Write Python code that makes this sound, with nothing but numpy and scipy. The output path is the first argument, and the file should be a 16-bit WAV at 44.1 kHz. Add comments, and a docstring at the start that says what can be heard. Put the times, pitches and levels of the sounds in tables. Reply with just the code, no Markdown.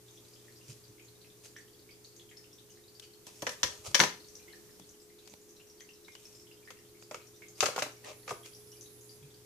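"""A light plastic toy clatters across a wooden floor, batted by one of two kittens in a small room, then
knocks against cardboard cartons. Each hit is a sharp pulse and a short ring of what is struck; paws
thud and scuff in between. Behind them water trickles, each drip a ringing bubble, over a motor's hum
and soft room noise. Short crisp ticks come from light contacts and the splashes of three drips.
Near the end a camera's focus drive whines briefly on the right."""
import sys
import numpy as np
from scipy import signal
from scipy.fft import rfft, irfft
from scipy.io import wavfile

SR = 44100
rng = np.random.default_rng(int(sys.argv[2]) if len(sys.argv) > 2 else 0)


def pcm_store(signal):
    """Save signal as 16-bit PCM."""
    levels = np.round(np.clip(np.atleast_2d(signal), -1, 1) * 32767)
    wavfile.write(sys.argv[1], SR, levels.astype(np.int16).T)


N = 416744
TIME = np.arange(N) / SR


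def from_db(db):
    """Decibels to gain."""
    return 10 ** (np.asarray(db) / 20)


def unit_rms(x):
    """Scale to an rms of one."""
    return x / np.sqrt(np.mean(x ** 2) + 1e-30)


def at_hz(points, hz):
    """Read a curve on a log-frequency axis."""
    point_hz, value = np.transpose(points)
    return np.interp(np.log(np.maximum(hz, 1)), np.log(point_hz), value)


def automation(points):
    """Read a time curve at every sample."""
    return np.interp(TIME, *np.transpose(points))


def band(x, low_hz, high_hz, order=2):
    """Causal band-pass."""
    edges_hz = [low_hz, min(high_hz, SR / 2 - 1000)]
    return signal.sosfilt(signal.butter(order, edges_hz, "band", fs=SR, output="sos"), x)


def decay(t, t60_s):
    """Exponential decay, 60 dB down at t60_s."""
    return np.exp(-np.log(1000) * t / t60_s)


def pan(left_db):
    """Constant-power stereo gains, the left louder by left_db."""
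    return unit_rms(from_db([[left_db / 2], [-left_db / 2]]))


def drift(per_s):
    """A slow random wander of unit rms."""
    knots = rng.standard_normal(int(N / SR * per_s) + 2)
    return unit_rms(np.interp(TIME * per_s, np.arange(len(knots)), knots))


def stereo_noise(size, correlation):
    """White noise, partly alike left and right."""
    mid, side = rng.standard_normal((2, size))
    return np.sqrt((1 + correlation) / 2) * mid + np.sqrt((1 - correlation) / 2) * side * [[1], [-1]]


def add(out, start_s, sound):
    """Mix a sound in at start_s."""
    i = max(0, int(start_s * SR))
    out[:, i:i + sound.shape[1]] += sound[:, :max(0, N - i)]


def resonate(x, modes):
    """Each mode lifts and prolongs its own narrow band."""
    for hz, width_hz, lift_db in modes:
        x = x + (from_db(lift_db) - 1) * signal.lfilter(*signal.iirpeak(hz, hz / width_hz, fs=SR), x)
    return x


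# Spectrum of the room and microphone noise: frequency_hz, density_db (per Hz)
NOISE_SPECTRUM = [(25, -101), (55, -96), (80, -91.5), (112, -89), (150, -95.5), (290, -93.5), (345, -89),
                  (440, -92), (620, -101), (1400, -105), (3000, -106), (6200, -101.5), (8500, -103.5),
                  (15000, -105)]
# How centred that noise is: frequency_hz, correlation (0-1)
NOISE_CORRELATION = [(30, .65), (120, 0.5), (350, 0.59), (1000, 0.2), (3000, 0), (12000, 0.06)]
# Its gentle level ride: time_s, gain_db
NOISE_RIDE = [(0, 0.5), (2.9, 0), (4.6, 3), (5.05, -0.5), (6.9, 0.5), (8.4, 2), (9.45, 1)]


def room_tone():
    """A low, fairly centred room rumble under a smooth, wide hiss."""
    hz = np.arange(N // 2 + 1) * SR / N
    mid, side = rfft(rng.standard_normal((2, N)))
    correlation = at_hz(NOISE_CORRELATION, hz)
    white = np.sqrt(1 + correlation) * mid + np.sqrt(1 - correlation) * side * [[1], [-1]]
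    noise = irfft(white * from_db(at_hz(NOISE_SPECTRUM, hz)), N) * np.sqrt(SR) / 2
    return noise * from_db(automation(NOISE_RIDE))


def wavering_tone(hz, level_db, waver):
    """A sine that wavers in strength and phase."""
    phase = 2 * np.pi * hz * TIME
    tone = (1 + waver * drift(12)) * np.cos(phase) + waver * drift(9) * np.sin(phase)
    return from_db(level_db) * unit_rms(tone)


# The motor's middle tones: pitch_hz, level_db, waver (0-1)
MOTOR_TONES = [(179, -77.5, 0), (234, -79.5, 0.3), (306, -74.5, .5), (345.4, -70, .8)]
# Swells of its outer tones as the microphone moves through their standing waves: time_s, level_db
LOW_HUM_RIDE = [(0, -65), (1.5, -67.5), (2.6, -72), (4.1, -75), (5.1, -83), (6.05, -85), (6.4, -71),
                (7.5, -70), (7.9, -65), (9.45, -65.5)]
HIGH_HUM_RIDE = [(0.0, -66), (3.29, -64.5), (4.16, -61), (4.82, -64), (7.47, -63), (7.76, -61), (9.45, -62)]


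def motor_hum():
    """A small motor sounds mains harmonics and wavering casing tones."""
    low = wavering_tone(hz=120.2, level_db=automation(LOW_HUM_RIDE), waver=.06)
    high = wavering_tone(hz=420, level_db=automation(HIGH_HUM_RIDE) + .5, waver=.073)
    middle = sum(wavering_tone(*tone) for tone in MOTOR_TONES)
    return (low + high + middle) * pan(.22)


def trickle(per_s, level_db, low_hz, high_hz, count=300):
    """A steady flow drips in loose time, high drips louder. Rows: start_s, pitch_hz, level_db."""
    late, height, force = rng.random((count, 3)).T
    start_s = (np.arange(count) + late) / per_s
    pitch_hz = low_hz * (high_hz / low_hz) ** height
    octaves = np.log2(pitch_hz / np.sqrt(low_hz * high_hz))
    drip_db = level_db + 4.5 * octaves + 3 * (2 * force - 1)
    return np.transpose([start_s, pitch_hz, drip_db])[start_s < N / SR]


def drip(hz, rise=.04, fizz_db=3.5, fizz_width=.051):
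    """A drip traps a bubble that rings and rises in pitch, amid a fizz of like-sized ones."""
    t = TIME[:SR // 10]
    life_s = .04 * 2000 / hz   # small bubbles die sooner
    glide_hz = hz * (1 + rise * (np.minimum(t / life_s, 1) - .15))
    ping = unit_rms(np.sin(2 * np.pi * np.cumsum(glide_hz) / SR) * decay(t, life_s))
    fizz = signal.lfilter(*signal.iirpeak(hz, 1 / fizz_width, fs=SR), stereo_noise(len(t), .38))
    fizz = unit_rms(fizz * decay(t, t60_s=.065))
    return unit_rms(ping + from_db(fizz_db) * fizz)


# Big drips that stand out of the trickle: start_s, pitch_hz, level_db
BIG_DRIPS = [(.482, 1890, -70.5), (.996, 2440, -69), (1.047, 6580, -71), (1.245, 2520, -72),
             (1.564, 1820, -59), (1.566, 5900, -64.5), (1.891, 2336, -68), (2.047, 4340, -64),
             (2.196, 3330, -65.5), (2.313, 2040, -67), (2.37, 5200, -62), (2.53, 5560, -67),
             (2.704, 6300, -67), (2.951, 4670, -68), (3.025, 3010, -66.5), (4.245, 4270, -67.5),
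             (4.285, 5730, -65), (4.354, 5850, -59), (4.48, 2090, -65.5), (4.533, 1810, -64),
             (4.527, 4160, -67.5), (4.891, 6100, -65.5), (5.598, 2710, -69), (5.805, 6200, -63.5),
             (5.807, 1950, -66), (5.89, 2700, -65), (6.081, 2170, -64), (6.152, 3000, -65.5),
             (6.254, 5500, -63), (6.35, 5260, -67), (6.513, 2730, -67.5), (6.675, 1900, -61.5),
             (7.421, 2140, -60.5), (7.484, 6400, -64.5), (8.042, 1870, -63.5), (8.433, 3270, -67),
             (8.549, 5660, -64.5), (8.718, 5720, -65), (8.81, 6100, -59.5), (9.094, 4800, -64.5)]


def water(rebound_s=.014, rebound_db=-8.5):
    """Big drips, small drips and fine droplets fall into the same basin."""
    small = trickle(per_s=8.7, level_db=-72, low_hz=1810, high_hz=7000)
    fine = trickle(per_s=15, level_db=-76, low_hz=2890, high_hz=7570)
    falls = [*BIG_DRIPS, *small, *fine]
    rebounds = []   # each splash throws up a droplet that falls back and makes a smaller bubble
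    for start_s, hz, level_db in falls:
        late, smaller = rng.random(2)
        rebounds.append((start_s + rebound_s * (.5 + late), hz * (1 + smaller / 8), level_db + rebound_db))
    out = np.zeros((2, N))
    for start_s, hz, level_db in falls + rebounds:
        add(out, start_s, from_db(level_db) * drip(hz) * pan(rng.normal(2.5, 1.7)))
    return out


# Resonances of the hollow cartons, scuffed or knocked: pitch_hz, width_hz, lift_db
CARTON_MODES = [(497, 48, 9.5), (604, 70, 7), (1280, 220, 12.5), (2530, 470, 6.5), (3260, 130, 2),
                (4620, 65, 3.5), (6350, 1800, 6)]
# Fur, paws and toy sliding: peak_s, half_length_s, level_db, centre_hz, body_db (against the rub)
SCUFFS = [(.447, 0.74, -67, 5650, -5.5), (0.701, 0.027, -51.5, 5470, -12),
          (1.454, 0.018, -51.5, 4900, -10.5), (3.037, 0.021, -56, 4000, -12),
          (3.286, 0.023, -54.5, 3630, -3.5), (3.368, 0.056, -59, 6300, -10), (3.524, 0.02, -49.5, 5750, -8),
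          (3.709, 0.13, -55.5, 5950, -3.5), (3.868, .022, -42, 4500, -3), (3.916, .009, -50, 5550, -3.5),
          (5.29, 0.072, -63.5, 3050, -5), (6.246, .15, -62.5, 6020, -8.5), (7.59, .017, -52.5, 5940, -12),
          (7.7, 0.082, -53, 4030, 2.5), (7.802, .0081, -45, 6200, -19), (8.085, 0.038, -46.5, 1870, 0),
          (8.296, 0.022, -49, 4130, -2), (8.471, .028, -54.5, 3950, -13)]


def scuffs(grain_db=4.5, grain_samples=32):
    """Sliding is a swell of tiny catches that also stir the hollow cardboard."""
    out = np.zeros((2, N))
    t = TIME[:SR * 3 // 4] - 3 / 8   # zero at the peak of the swell
    for peak_s, half_length_s, level_db, centre_hz, body_db in SCUFFS:
        grains = rng.standard_normal(len(t) // grain_samples + 1)
        grip = from_db(grain_db * np.repeat(grains, grain_samples)[:len(t)])
        catches = resonate(stereo_noise(len(t), .41) * grip, CARTON_MODES)
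        rub = band(catches, centre_hz * .49, centre_hz * 2.6, order=1)
        rub = unit_rms(band(rub, 600, 10500))
        body = from_db(body_db) * unit_rms(band(catches, 480, 1200))
        swell = np.exp(-(t / half_length_s) ** 2)
        add(out, peak_s + t[0], from_db(level_db) * (rub + body) * swell)
    return out


# Soft footfalls: start_s, level_db, pitch_hz
PAW_STEPS = [(.687, -38.5, 126), (0.887, -45, 107), (3.639, -35, 85), (3.79, -46, 94), (3.877, -35, 94.5),
             (4.004, -28.5, 177), (4.80, -46.5, 176), (5.299, -52.5, 201), (9.221, -42.5, 140)]


def paw_steps(t60_s=.12, rise_s=.0094, roughness=.32):
    """A soft pad pushes the boards, which answer with a low, rough thud."""
    out, t = np.zeros((2, N)), TIME[:SR // 4]
    envelope = decay(t, t60_s) * (1 - np.exp(-t / rise_s))
    for start_s, level_db, hz in PAW_STEPS:
        rumble = unit_rms(band(rng.standard_normal(len(t)), hz / 2, hz * 2))
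        boards = np.sin(2 * np.pi * hz * t) + roughness * rumble
        add(out, start_s, from_db(level_db) * boards * envelope * pan(0))
    return out


# Borders of a hit's five bands (thump, body, clack, crack, air): edge_hz
HIT_EDGES_HZ = [90, 350, 1000, 2800, 7200, 15000]
# A hard contact trades bass for treble: share of hardness_db per band
HARDNESS_SHARE = [-1, -1, 0, 1, 1]
# A square hit rings the middle: share of clack_db per band
CLACK_SHARE = [-.5, 0, 1, .5, -.5]
# Lean of every hit towards the left microphone: left_db per band
LEFT_BIAS_DB = [0, -1, -1.5, 5.5, -12]
# Hits and reflections reach both microphones alike in the bass: frequency_hz, correlation (0-1)
MIC_CORRELATION = [(100, 0.96), (350, 0.93), (1000, 0.2), (3000, .05), (12000, 0.4)]


def impacts(hits, modes, eq_db, ring_t60_s, ring_db):
    """A contact is one sharp pulse and a dense, quickly dying ring, coloured by how it lands."""
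    out, t = np.zeros((2, N)), TIME[:SR // 12]
    soften = signal.butter(1, 8700, fs=SR)
    for k, (low_hz, high_hz) in enumerate(zip(HIT_EDGES_HZ, HIT_EDGES_HZ[1:])):
        noise = np.array([stereo_noise(len(t), at_hz(MIC_CORRELATION, low_hz)) for _ in hits])
        force = from_db(ring_db) * decay(t, ring_t60_s[k]) * noise
        force[:, [0, 1], [0, 2]] += (-1) ** k   # the pulse arrives two samples sooner on the left
        ringing = resonate(signal.lfilter(*soften, force), modes)
        sounds = band(ringing, low_hz, high_hz, order=3)
        shadow = min(1, high_hz / HIT_EDGES_HZ[2]) / 2   # long waves bend round the camera
        for (start_s, level_db, hardness_db, clack_db, lean_db), sound in zip(hits, sounds):
            attack_rms = np.sqrt(np.mean(sound[:, t < .006] ** 2))
            band_db = level_db + eq_db[k] + hardness_db * HARDNESS_SHARE[k] + clack_db * CLACK_SHARE[k]
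            left_db = lean_db * shadow + LEFT_BIAS_DB[k]
            add(out, start_s, sound / attack_rms * from_db(band_db) * pan(left_db))
    return out


# Short crisp ticks: light contacts, and the splashes of three water drips (5.806, 6.083, 6.152 s):
# start_s, level_db, hardness_db, clack_db, lean_db (leftward; pans by half or less)
TICKS = [(2.997, -59.5, 10.5, -2.5, 7), (4.797, -54.5, -1.5, -5, 19), (5.275, -59.5, 4.5, -3, 6.5),
         (5.338, -54.5, -3, -3, -12.5), (5.806, -59.5, 2, -1, -3), (6.083, -64, -4, 5.5, 0),
         (6.152, -61, 2, 6, 0), (7.024, -60, -1, 1.5, -10), (8.046, -57, 5, -7, -13.5),
         (8.459, -55, 2, -1, 0)]
# Their crisp colour: gain_db per band
TICK_EQ_DB = [-5, -4, 1, 4, -6.5]


def ticks():
    """Light contacts and three drip splashes: very short bursts of noise with no body resonance."""
    return impacts(TICKS, [], TICK_EQ_DB, ring_t60_s=[.015, .009, .024, .023, .024], ring_db=19)


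# The toy hitting the boards: start_s, level_db, hardness_db, clack_db, lean_db
TOY_HITS = [(3.268, -50, 3.5, -9.5, 8), (3.4213, -39, 0.5, -6, 4), (3.426, -43, -8, -9, 6),
            (3.4675, -37, -4, 6, 0), (3.473, -38, -3, 0.5, 4), (3.492, -42, 3.5, -2, 6),
            (3.6318, -33, 6.5, 4, -3), (3.638, -35.5, 2, 2, 4.5), (3.9454, -31, 7.5, 4.5, 9),
            (3.9515, -27, 4, 2.5, 3), (3.994, -28, -2, -3.5, 9), (4.001, -30.5, 4, 13, 1.5),
            (4.0115, -25, -0.5, -3, 9.5), (4.029, -33.5, -6, -9.5, 2), (4.036, -29.5, -1, 1.5, 1)]
# Resonances of toy and boards: pitch_hz, width_hz, lift_db
TOY_MODES = [(175.6, 60, 0), (240, 40, 6.5), (320, 40, 6.5), (500, 34, 4), (563, 45, 10.5), (978, 48, 10.5),
             (1240, 50, 4), (1350, 18, 3.5), (1778, 240, 8), (3040, 110, 8), (3440, 79, 4), (4270, 160, 5),
             (5890, 860, 9)]
# The clatter's thin, bright colour: gain_db per band
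TOY_EQ_DB = [-13, -4.5, 0.5, 2.36, -9]


def toy_clatter():
    """Light plastic bounces on wood, and both ring briefly."""
    return impacts(TOY_HITS, TOY_MODES, TOY_EQ_DB, ring_t60_s=[.044, .073, .038, .039, .052], ring_db=-11)


# Toy and paws hitting the cartons: start_s, level_db, hardness_db, clack_db, lean_db
CARTON_HITS = [(6.705, -50, 1.5, 0.5, 3), (7.1115, -43, -2.5, -2.5, 2), (7.1445, -43, -1.5, 2, 0),
               (7.6055, -34.5, 11, 5, 5), (7.6275, -28.5, -2.5, -4, 4), (7.6325, -33.5, -4.5, 4.5, 4),
               (7.639, -33.5, -1, -2, 12), (7.658, -36, 6.5, 4, -3), (7.6635, -34.5, 2, 3.5, 9),
               (7.6865, -37.5, -5, -6, 5), (7.762, -36, -1, -0.5, 4), (7.7795, -35.5, -5.5, -4.5, 3),
               (7.788, -39, 1, 2, 3), (7.794, -49.5, 7, 10.5, 3), (7.822, -32, -0.5, 1.5, 2),
               (7.825, -38, 4, -2, 1), (7.861, -49, -3, -12, 1), (8.2785, -48, -5, 7, 2),
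               (8.293, -46, 2, 3, 11), (8.3075, -39, -4.5, -2, 1), (8.316, -44.5, -7, -13, 6)]
# The knocks' boxy colour: gain_db per band
CARTON_EQ_DB = [-18.5, -0.5, -1, -0.5, -11]


def carton_knocks():
    """Knocks on cardboard ring the hollow cartons."""
    ring_t60_s = [.043, .04, .045, .039, .086]
    return impacts(CARTON_HITS, CARTON_MODES, CARTON_EQ_DB, ring_t60_s, ring_db=-14)


def focus_drive(start_s=8.13, end_s=9.21, ramp_s=.049, pitch_hz=10530, width_hz=910, level_db=-62):
    """A thin, narrow whirr while the lens moves, just beside the right microphone."""
    running = np.clip(np.minimum(TIME - start_s, end_s - TIME) / ramp_s, 0, 1)
    whirr = band(stereo_noise(N, .34), pitch_hz - width_hz / 2, pitch_hz + width_hz / 2, order=1)
    return from_db(level_db) * running * unit_rms(band(whirr, 10000, 15000)) * pan(-36)


# The small room's reverb: frequency_hz, t60_s, relative_level_db
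REVERB = [(100, 0.36, -.5), (300, .3, 2), (650, 0.33, -5), (2016, 0.3, 0.5), (5960, 0.31, -0.5),
          (14270, 0.24, 4)]


def room(x, wet_db, build_s):
    """Diffuse reflections build up, then die away at each octave's own rate."""
    t, table = TIME[:SR // 2], np.array(REVERB)
    tail = 0
    for low_hz in 45 * 2. ** np.arange(9):
        hz = low_hz * np.sqrt(2)
        t60_s, level_db = at_hz(table[:, [0, 1]], hz), at_hz(table[:, [0, 2]], hz)
        reflections = band(stereo_noise(len(t), at_hz(MIC_CORRELATION, hz)), low_hz, 2 * low_hz)
        tail = tail + reflections * decay(t, t60_s) * from_db(level_db)
    build_up = 1 - np.exp(-(t / build_s) ** 2)
    response = unit_rms(tail * build_up) / np.sqrt(len(t))
    return x + from_db(wet_db) * signal.fftconvolve(x, response, axes=1)[:, :N]


def scene():
    """The kittens play up front, water and hum sit behind, all in one small room."""
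    toy, cartons, crisp_ticks = toy_clatter(), carton_knocks(), ticks()
    feet = paw_steps() + scuffs()
    play = room(toy, wet_db=-5, build_s=.0052) + room(cartons + feet, wet_db=-4.5, build_s=.004)
    background = focus_drive() + motor_hum() + room_tone() + room(water(), wet_db=-.5, build_s=.0026)
    return play + crisp_ticks + background


def record(dry):
    """A steep low-pass cuts the top above 14.7 kHz."""
    return signal.sosfilt(signal.ellip(12, .1, 80, 14700, fs=SR, output="sos"), dry)


dry = scene()
out = record(dry)
pcm_store(out)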